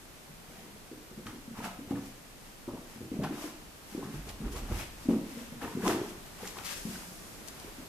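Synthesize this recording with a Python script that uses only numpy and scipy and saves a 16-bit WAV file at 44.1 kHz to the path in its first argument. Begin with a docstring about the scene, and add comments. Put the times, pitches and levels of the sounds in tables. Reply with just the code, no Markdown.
"""Cats chase a toy across a carpeted bedroom, some metres from a small stereo camera that hisses throughout.
Soft paw thumps on the wooden floor grow firmer near 0.9 s; claws tick, threads twang, claws and fur scuff the pile.
After a lull at 2 s the chase returns; from 4.2 s a mattress booms under pushes and drops. The hardest thump is at
5.1 s, the strongest scuff near 5.9 s; treble hiss swells at 6.8 s and a few last steps follow. Short ringing bursts
make thumps, twangs, claw drags and mattress drops; shaped noise makes ticks, grit, rustle, pushes and hiss;
bare walls echo paws, claws and scuffs."""
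import sys
import numpy as np
from scipy import signal
from scipy.fft import rfft, irfft, next_fast_len
from scipy.io import wavfile

SR = 44100
rng = np.random.default_rng(int(sys.argv[2]) if len(sys.argv) > 2 else 0)


def generate_wav(sig):
    """Save sig (samples, or channels by samples) to the path in sys.argv[1] as 16-bit PCM at SR."""
    pcm = np.round(np.clip(np.atleast_2d(sig).T, -1, 1) * 32767).astype(np.int16)
    wavfile.write(sys.argv[1], SR, pcm)


N = 347528  # length in samples


def paws():
    """Each padded paw makes the boards ring for a few cycles; weight adds a deep boom, toes add small knocks."""
    # paw landings, levels before panning and echo: start_s, peak_db, floor_pitch_hz,
    # knock_db and boom_db (both relative to the thump), ring_cycles
    landings = [(0.292, -47, 172, -22, -17, 1.9), (0.486, -47, 186, -3, -19, 1.2),
                (0.582, -48, 194, -4.5, -18, 2.1), (0.64, -48.5, 199, -5, -24, 2.4),
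                (0.669, -48, 188, 0, -18, 2), (0.745, -48, 196, -4, -14, 1.9),
                (0.914, -36.5, 294, -9, -24, 1.65), (0.929, -39.5, 395, -19, -23, 2.5),
                (1.11, -45, 198, -6, -20, 1.9), (1.175, -35, 211, -10, -28, 1.8),
                (1.259, -36, 210, -9, -6, 1.5), (1.331, -39.5, 249, -8, -20, 2),
                (1.358, -42.5, 230, -14, -18, 1.7), (1.476, -37.5, 227, -16, -24, 2.2),
                (1.51, -37.5, 223, -10, -9, 1.7), (1.587, -34, 204, -9.5, -16, 1.2),
                (1.639, -37, 222, -6, -10, 1.5), (1.788, -36.5, 272, -12, -17, 2.5),
                (1.871, -45, 218, -7, 4, 1.9), (1.908, -23, 272, -11, -12, 1.76),
                (1.939, -30, 213, -12, -19, 1.3), (1.962, -35.5, 196, -17, -17, 2.1),
                (2.009, -55, 215, -14, -22, 2.1), (2.678, -28.5, 292, -11, -25, 1.3),
                (2.736, -30.5, 278, -12, -34, 1), (2.958, -42, 219.4, -17, -9, 1.9),
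                (3.007, -34, 236, -7, -5.5, 1), (3.116, -27, 247, -12, -17, 1.2),
                (3.15, -36, 202, -15, -22, 2.2), (3.189, -22.5, 200, -12, -22, 1.25),
                (3.22, -28.5, 230, -9, -16, 1.2), (3.242, -25.5, 233, -17, -15, 1.3),
                (3.306, -28.5, 306, -9, -24, 2.9), (3.332, -37.5, 221, -20, -24, 2.6),
                (3.44, -31, 306, -8, -33, 2.2), (3.92, -43, 216, -10, -19, 3.1),
                (3.948, -27.5, 300, -18, -29, 1.6), (3.976, -30.5, 224, -5, -22, 1.8),
                (4.03, -34.5, 270, -11, -6, 2.3), (4.071, -37.5, 207, -7, -5.5, 1.7),
                (4.137, -35.5, 151, -6, -14, 1.8), (4.267, -44.5, 199, 1, -8, 1.2),
                (4.402, -34.5, 190, -5.5, -19, 2.2), (4.434, -33, 228, -4.5, -12, 2.4),
                (4.464, -37, 284, -6, -11, 1.4), (4.537, -38.5, 274, -4, -12, 1.7),
                (4.619, -39, 234, -4, -11, 1.9), (4.699, -34, 203, -1, -6, 1.75),
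                (5.053, -33.5, 253, -14, -22, 3.5), (5.086, -14.5, 262, -15.5, -39, 2),
                (5.103, -24.5, 214, -11, -34, 3.1), (5.135, -27.5, 352, -11, -19, 2.2),
                (5.189, -31.5, 221, -25, -25, 2.4), (5.366, -36, 234, -10, -30, 2.5),
                (5.518, -35, 225, -11, -9.5, 2.2), (5.619, -36, 250, -7, -22, 2),
                (5.641, -30.5, 240, -4.5, -15, 1.5), (5.75, -27.5, 209, -5.5, -25, 1.9),
                (5.772, -25.5, 226, -13, -25, 1.5), (5.829, -27, 198, -3, -9, 3.1),
                (5.869, -21, 301, -7, -24, 2.2), (5.885, -21, 372, -15, -25, 2),
                (5.901, -25.5, 370, -13, -10.5, 1.4), (5.947, -24.5, 354, -8, -21, 1.5),
                (6.015, -27.5, 342, -20, -24, 0.91), (6.058, -40, 231, -18, -20, 1.7),
                (6.089, -42.5, 196, -15, -17, 1.5), (6.425, -40.5, 199, 0, -12, 1.7),
                (6.579, -43, 388, -13, -14, 1.3), (6.851, -29, 207, -14, -19, 1.44),
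                (6.894, -36.5, 190, -6, -8, 1.7), (7.084, -43, 186, -12, -20, 1.7),
                (7.645, -40, 312, -19, -25, 1.6), (7.677, -43, 395, -17, -16, 2.3),
                (7.783, -40.5, 258, -6.5, -25, 1.9)]
    out = np.zeros(N)
    chances = rng.random((len(landings), 14))
    for (start_s, db, hz, knock_db, boom_db, cycles), chance in zip(landings, chances):
        thump = burst(hz, max(cycles, 0.7), phase=chance[0], rise=0.21)
        add(out, start_s, undb(db) * thump)
        boom = burst(126.0, cycles=1.3, phase=chance[1])
        add(out, start_s, undb(db + boom_db) * boom)
        # four toe knocks, 300 to 514 Hz, weaker the later they come
        for late, size, phase in chance[2:].reshape(4, 3):
            knock = np.exp(-1.2 * late) * burst(300 * 1.714 ** size, cycles=2.7, phase=phase, rise=0.39)
            add(out, start_s + 0.0019 + 0.025 * late, undb(db + knock_db) * knock)
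    return side_gains(np.arange(N) / SR) * out


def ticks():
    """A claw snaps free or scratches: fading noise rings a fibre, giving a gritty click."""
    # claw ticks and sudden scratches, levels before panning:
    # start_s, peak_db, pitch_hz, fade_s (of the noise), left_minus_right_db
    claw_ticks = [(1.267, -35.5, 3200, 0.004, .5), (1.643, -37, 2650, 0.0029, -9),
                  (3.236, -33, 2580, 0.012, -3), (4.291, -38, 3830, .005, .5),
                  (4.563, -37, 3020, 0.0056, -1), (5.622, -41, 2450, 0.0065, -1),
                  (5.645, -46, 2830, .005, -2), (5.879, -19.5, 4600, 0.0022, -5),
                  (6.474, -30.5, 5300, .005, -4), (6.587, -34.5, 2690, 0.0023, -7),
                  (6.646, -33.5, 5300, 0.097, 6), (7.476, -38, 8000, .004, 11),
                  (7.483, -35, 6500, 0.0047, 12), (7.599, -39, 5920, .003, 9)]
    out = np.zeros((2, N))
    t = np.arange(SR // 8) / SR
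    noises = rng.standard_normal((len(claw_ticks), len(t)))
    for (start_s, db, hz, fade_s, left_right_db), noise in zip(claw_ticks, noises):
        fibre = signal.iirpeak(hz, 0.7, SR)
        snap = signal.lfilter(*fibre, noise * np.exp(-t / fade_s))
        snap = signal.lfilter(*fibre, snap)  # a second pass narrows the pitch
        snap = undb(db) * snap / np.abs(snap).max()
        add(out, start_s, np.outer(pan(left_right_db), snap))
    return out


def twangs():
    """A claw catches a thread or the toy's cord, which rings on for a few cycles."""
    # caught threads, levels before panning: start_s, peak_db, pitch_hz
    caught_threads = [(1.269, -38, 1260), (1.272, -43, 1620), (1.603, -36.5, 950), (1.643, -45, 1360),
                      (1.646, -41, 2600), (1.659, -37, 780), (1.69, -42, 1290), (1.914, -37.5, 783),
                      (1.956, -44, 1720), (2.683, -40, 576), (2.685, -53, 1100), (3.197, -36.5, 604),
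                      (3.241, -36, 1020), (3.245, -39, 1790), (4.026, -39, 1030), (4.556, -41, 1130),
                      (5.088, -38, 622), (5.62, -44, 1320), (5.648, -37, 1290), (5.852, -30, 1026),
                      (5.864, -23, 1036), (5.893, -34, 1260), (6.453, -40, 1960), (6.692, -39, 2700),
                      (6.956, -37.5, 1520)]
    out = np.zeros((2, N))
    for (start_s, db, hz), phase in zip(caught_threads, rng.random(len(caught_threads))):
        twang = undb(db) * burst(hz, cycles=7.2, phase=phase, rise=0.04)
        add(out, start_s, np.outer(side_gains(start_s), twang))
    return out


def scuffs():
    """Claws pluck carpet loops in short pitched grains; pile and fur crackle densely above them."""
    # slides on carpet and blanket, levels before panning: centre_s, swell_s, fade_s,
    # drag_db (claws), drag_pitch_hz, grit_db (pile), rustle_db (fur)
    slides = [(.57, .08, 0.12, -64, 850, -59, -62), (1.268, 0.0087, 0.06, -51, 1190, -63, -53),
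              (1.575, 0.016, 0.061, -49, 1050, -52.5, -56), (1.644, 0.014, 0.043, -42, 845, -45, -47),
              (1.912, 0.011, .02, -46.5, 820, -52, -58), (1.965, 0.017, 0.042, -51.5, 870, -56.5, -65),
              (2.06, .05, 0.058, -75, 850, -67, -54), (2.46, 0.045, 0.064, -89, 1040, -64, -60),
              (2.685, 0.0034, .025, -49, 710, -67, -68), (2.745, 0.016, 0.049, -50.5, 636, -63, -69),
              (2.92, 0.067, 0.085, -61.5, 1060, -62, -56.5), (3.14, 0.016, 0.067, -58, 700, -58.5, -68),
              (3.241, 0.012, 0.032, -39, 950, -47, -66), (3.35, 0.033, 0.045, -52, 1040, -51, -62),
              (3.44, 0.056, 0.053, -48.5, 860, -51, -45), (3.93, 0.061, 0.079, -59, 1120, -60, -52.5),
              (4.04, 0.016, .04, -49.5, 1040, -60, -55), (4.15, .04, 0.052, -54, 930, -54, -54),
              (4.3, 0.025, 0.013, -52.5, 880, -49.5, -47.5), (4.48, 0.056, 0.013, -50, 1000, -55, -68),
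              (4.53, .012, .012, -64, 960, -64, -45.5), (4.565, 0.015, .04, -48, 880, -50, -45.5),
              (4.74, 0.05, 0.018, -48, 960, -54, -53), (4.81, 0.063, 0.035, -50.5, 870, -44.5, -44),
              (5.04, .04, 0.026, -60, 1000, -70, -52), (5.092, 0.007, 0.081, -46, 697, -51.5, -56),
              (5.31, .04, 0.048, -64, 1030, -57, -53), (5.4, 0.047, 0.074, -60, 870, -54, -53),
              (5.621, 0.0078, 0.055, -42, 1040, -47, -57), (5.7, .03, 0.076, -53.5, 1340, -65, -54),
              (5.882, 0.032, 0.054, -33.5, 970, -38, -38), (6.02, .04, 0.052, -54, 880, -65, -54),
              (6.105, 0.033, .01, -77, 888, -56, -50), (6.262, .008, .03, -70, 870, -61, -56),
              (6.44, 0.048, 0.032, -51, 1070, -50.5, -51), (6.48, 0.031, 0.035, -53, 1100, -66, -45),
              (6.58, 0.023, 0.037, -49, 1040, -52, -50), (6.66, 0.015, 0.038, -52.5, 1220, -44.5, -44),
              (6.72, 0.023, 0.025, -59, 1250, -43, -41.5), (6.77, .015, 0.043, -62, 870, -73, -45),
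              (6.93, 0.057, 0.076, -56, 1040, -54, -46.5), (7.03, 0.034, 0.041, -56.5, 895, -58, -64),
              (7.48, 0.018, 0.021, -59.5, 990, -55, -52), (7.61, 0.061, 0.16, -59, 900, -59, -58)]
    # tone of the carpet pile, only its shape counts: pitch_hz, level_db (per Hz)
    grit_tone = [(900, -9), (1800, 1), (2600, 1.5), (4000, -7), (6000, -10)]
    # tone of the fur, only its shape counts: pitch_hz, level_db (per Hz)
    rustle_tone = [(2500, -5.5), (4200, -7), (5300, -4), (8000, -6), (14000, -9.5)]
    # faint shuffling under the slides: levels of drag, grit and rustle, and drag pitch
    shuffle_db, shuffle_hz = (-68.5, -66, -64), 910

    power = np.outer(undb(shuffle_db) ** 2, np.ones(N)).astype(np.float32)
    weighted_hz = shuffle_hz * power[0]  # the loudest slide sets the drag pitch
    for centre_s, swell_s, fade_s, drag_db, hz, grit_db, rustle_db in slides:
        levels = np.float32(undb([drag_db, grit_db, rustle_db]) ** 2)
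        slide = np.outer(levels, swell(centre_s, swell_s, fade_s))
        power = power + slide
        weighted_hz = weighted_hz + hz * slide[0]
    drag_hz = weighted_hz / power[0]
    gain = np.sqrt(power)

    drag = np.zeros(N)
    for when, size, force, phase in rng.random((5000, 4)):
        hz = drag_hz[int(when * N)] * 2.72 ** (size - 0.4)  # loops of many sizes
        grain = burst(hz, cycles=2.6, phase=phase)
        add(drag, when * (N - 1) / SR, (1 - force) ** -0.2 * grain)  # a few plucks are stronger
    grit = crackle(grit_tone, spread_db=3.0, shared=0.38) * gain[1]
    rustle = crackle(rustle_tone, spread_db=3.0, shared=0.29) * gain[2]
    return side_gains(np.arange(N) / SR) * (unit(drag) * gain[0] + grit + rustle)


def crackle(tone, spread_db, shared):
    """Dense fibre clicks of uneven size, partly alike at both ports."""
    uneven = undb(spread_db * np.minimum(rng.exponential(size=N), 6.0))
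    fibres = rng.standard_normal((3, N)) * uneven
    both, left, right = (unit(colour(fibre, tone)) for fibre in fibres)
    return shared * both + np.sqrt(1 - shared ** 2) * np.array([left, right])


def bed():
    """Soft uneven pushes shake the slow modes of mattress and frame; a few drops stand out."""
    # paws pushing into the mattress, levels before panning: centre_s, level_db
    mattress_pushes = [(4.172, -48), (4.29, -41.5), (4.47, -35.5), (4.568, -39), (4.63, -40), (4.724, -36),
                       (4.82, -39), (4.9, -53), (5.002, -52), (5.06, -66)]
    # slow modes of mattress and frame: pitch_hz, width_hz, level_db (relative)
    mattress_modes = [(40, 8.1, 7), (85, 11, -18)]
    # full weight dropping on the mattress, levels before panning: start_s, peak_db, pitch_hz
    mattress_drops = [(4.553, -40, 70), (4.717, -27.5, 94.5), (4.751, -32.5, 90)]
    low_band = signal.butter(3, [33, 130], "band", fs=SR, output="sos")
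    shaking = signal.sosfilt(low_band, rng.standard_normal(N))
    boom = np.zeros(N)
    for hz, width_hz, db in mattress_modes:
        mode = signal.lfilter(*signal.iirpeak(hz, hz / width_hz, SR), shaking)
        boom += undb(db) * unit(mode)
    power = sum(undb(db) ** 2 * swell(s, swell_s=0.033, fade_s=0.061) for s, db in mattress_pushes)
    boom = unit(boom) * np.sqrt(power)
    for (start_s, db, hz), phase in zip(mattress_drops, rng.random(len(mattress_drops))):
        add(boom, start_s, undb(db) * burst(hz, cycles=1.25, phase=phase))
    return boom * pan(-1.9)[:, None]


def room(dry, hop=SR // 4):
    """The cats keep moving, so each overlapping half second meets the walls with a new echo pattern."""
    out = dry.copy()
    mono = dry.mean(axis=0)
    for first in range(-hop, N, hop):
        k = np.arange(max(first, 0), min(first + 2 * hop, N))
        piece = mono[k] * np.sin(np.pi * (k - first) / (2 * hop))  # fades in and out
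        wet = signal.fftconvolve(piece[None], echoes(), axes=1)
        add(out, (k[0] + 0.5) / SR, wet)
    return out


def echoes(first_s=0.006):
    """Scattered wall echoes that thicken, then fade at each band's own rate; bass arrives most alike at both ports."""
    # how the walls echo each band: pitch_hz, t60_s (time to fade by 60 dB), echo_db (before scaling)
    wall_bands = [(215, 0.59, 1.5), (770, 0.18, -21.5), (2870, 0.72, -6), (9900, 0.4, -21.5)]
    t = np.arange(int(0.7 * SR)) / SR
    density = np.minimum(0.012 + 0.4 * t, 1)
    present = rng.random(len(t)) < density
    hits = rng.standard_normal((2, len(t))) * present / np.sqrt(density) * (t > first_s)
    tail = 0
    for hz, t60_s, db in wall_bands:
        low_hz = 30 if hz < 300 else hz / 2
        high_hz = min(2 * hz, 15000)
        band_filter = signal.butter(1, [low_hz, high_hz], "band", fs=SR, output="sos")
        band = signal.sosfilt(band_filter, hits) * 1000 ** (-t / t60_s)
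        band *= undb(db) / np.sqrt(t60_s * SR / 14)  # evens out long and short tails
        difference = min(0.1 * hz / 200, 1) * band[1]
        tail = tail + band[0] + difference * np.array([[1], [-1]])
    return tail


def hiss():
    """Slowly rising microphone hiss and still-room rumble, most alike left and right in the bass, plus bright hiss."""
    # tone of hiss and rumble, only its shape counts: pitch_hz, level_db (per Hz)
    still_tone = [(12, -66), (20, 5.5), (86, -6.5), (202, -4.5), (1150, -14), (1280, -14), (3460, -19),
                  (12600, -23), (14500, -23)]
    # loudness of hiss and rumble before panning: time_s, level_db
    still_level = [(0, -51), (2.3, -51), (3.7, -50.5), (6.2, -48), (7.2, -47.5), (7.88, -47.5)]
    # likeness of left and right: pitch_hz, likeness (1 = same; below 0 counts as 0)
    still_alike = [(60, 0.66), (130, 0.79), (290, 0.52), (630, 0.32), (1380, -0.69), (3030, -0.58),
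                   (6640, 0.21), (14600, 0.11)]
    # tone of the bright hiss, only its shape counts: pitch_hz, level_db (per Hz)
    bright_tone = [(2500, -31), (4600, 2), (9000, 2), (14500, -4)]
    # loudness of the bright hiss before panning: time_s, level_db
    bright_level = [(0, -90), (6.0, -89), (6.8, -49.5), (7.3, -55), (7.88, -72)]
    size = next_fast_len(N)
    alike = np.clip(on_hz(still_alike, np.arange(size // 2 + 1) * SR / size), 0, 1)
    common = rfft(colour(rng.standard_normal(N), still_tone), size) * np.sqrt(1 + alike)
    opposite = rfft(colour(rng.standard_normal(N), still_tone), size) * np.sqrt(1 - alike)
    still = irfft(np.array([common + opposite, common - opposite]), size)[:, :N]
    still = unit(still) * undb(in_time(still_level)[0])
    bright = unit(colour(rng.standard_normal((2, N)), bright_tone))
    bright = bright * undb(in_time(bright_level)[0])
    return (still + bright) * pan(0.27)[:, None]


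def undb(db):
    """Turn decibels into a plain gain."""
    return 10 ** (np.asarray(db) / 20)


def unit(x):
    """Scale a sound to an average (RMS) level of 1."""
    return x / np.sqrt(np.mean(x ** 2))


def on_hz(table, hz):
    """Read a table at any frequency, with even steps per octave."""
    table = np.array(table)
    return np.interp(np.log(hz + 1), np.log(table[:, 0]), table[:, 1])


def in_time(table):
    """Draw each column of a table as a line over the whole scene."""
    s, *columns = np.transpose(table)
    return [np.interp(np.arange(N) / SR, s, column) for column in columns]


def colour(x, table):
    """Shape white noise by a spectrum of (Hz, dB)."""
    size = next_fast_len(N)
    gain = undb(on_hz(table, np.arange(size // 2 + 1) * SR / size))
    return irfft(rfft(x, size) * gain, size)[..., :N]


def pan(db):
    """Left and right gains whose levels differ by db."""
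    return undb(np.array([db, -db]) / 2)


def side_gains(s):
    """Left and right gains for a sound made at time s, following the chase."""
    # where the chase is: time_s, left_minus_right_db
    chase_path = [(0, 0.5), (3, 1.5), (4.3, 1.2), (5.2, 2), (6.4, 1.2), (6.7, 9), (7, 1), (7.88, 2)]
    return pan(np.interp(s, *np.transpose(chase_path)))


def add(out, s, wave):
    """Mix a wave into out from time s, cut off at the end."""
    i = int(s * SR)
    n = min(wave.shape[-1], N - i)
    out[..., i:i + n] += wave[..., :n]


def burst(hz, cycles, phase, rise=0.18):
    """A tone that swells and dies within a few cycles, under an envelope of peak 1."""
    u = np.arange(int(6 * cycles * SR / hz)) * hz / SR / cycles
    shape = (1 - np.exp(-u / rise)) ** 2 * np.exp(-u ** 1.22)
    return shape / shape.max() * np.sin(2 * np.pi * (cycles * u + phase))


def swell(s, swell_s, fade_s):
    """Power that grows to 1 at time s and dies away after it, with a rounded top close by."""
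    t = np.arange(N, dtype=np.float32) / SR - np.float32(s)
    growing = np.exp(np.clip(-2 * t / swell_s, -40, 40))
    dying = np.exp(np.clip(2 * t / fade_s, -40, 40))
    return 2 / (growing + dying)


def scene():
    """Paws, claws and scuffs echo in the room; mattress and hiss are added without echo."""
    left, right = room(paws() + ticks() + twangs() + scuffs())
    chase = np.array([np.roll(left, 2), right])  # the left port hears 2 samples later
    return chase + bed() + hiss()


def record(dry):
    """The camera cuts the top, steeply above 14270 Hz."""
    return signal.sosfilt(signal.ellip(12, 0.2, 80, 14270, fs=SR, output="sos"), dry)


dry = scene()
out = record(dry)
generate_wav(out)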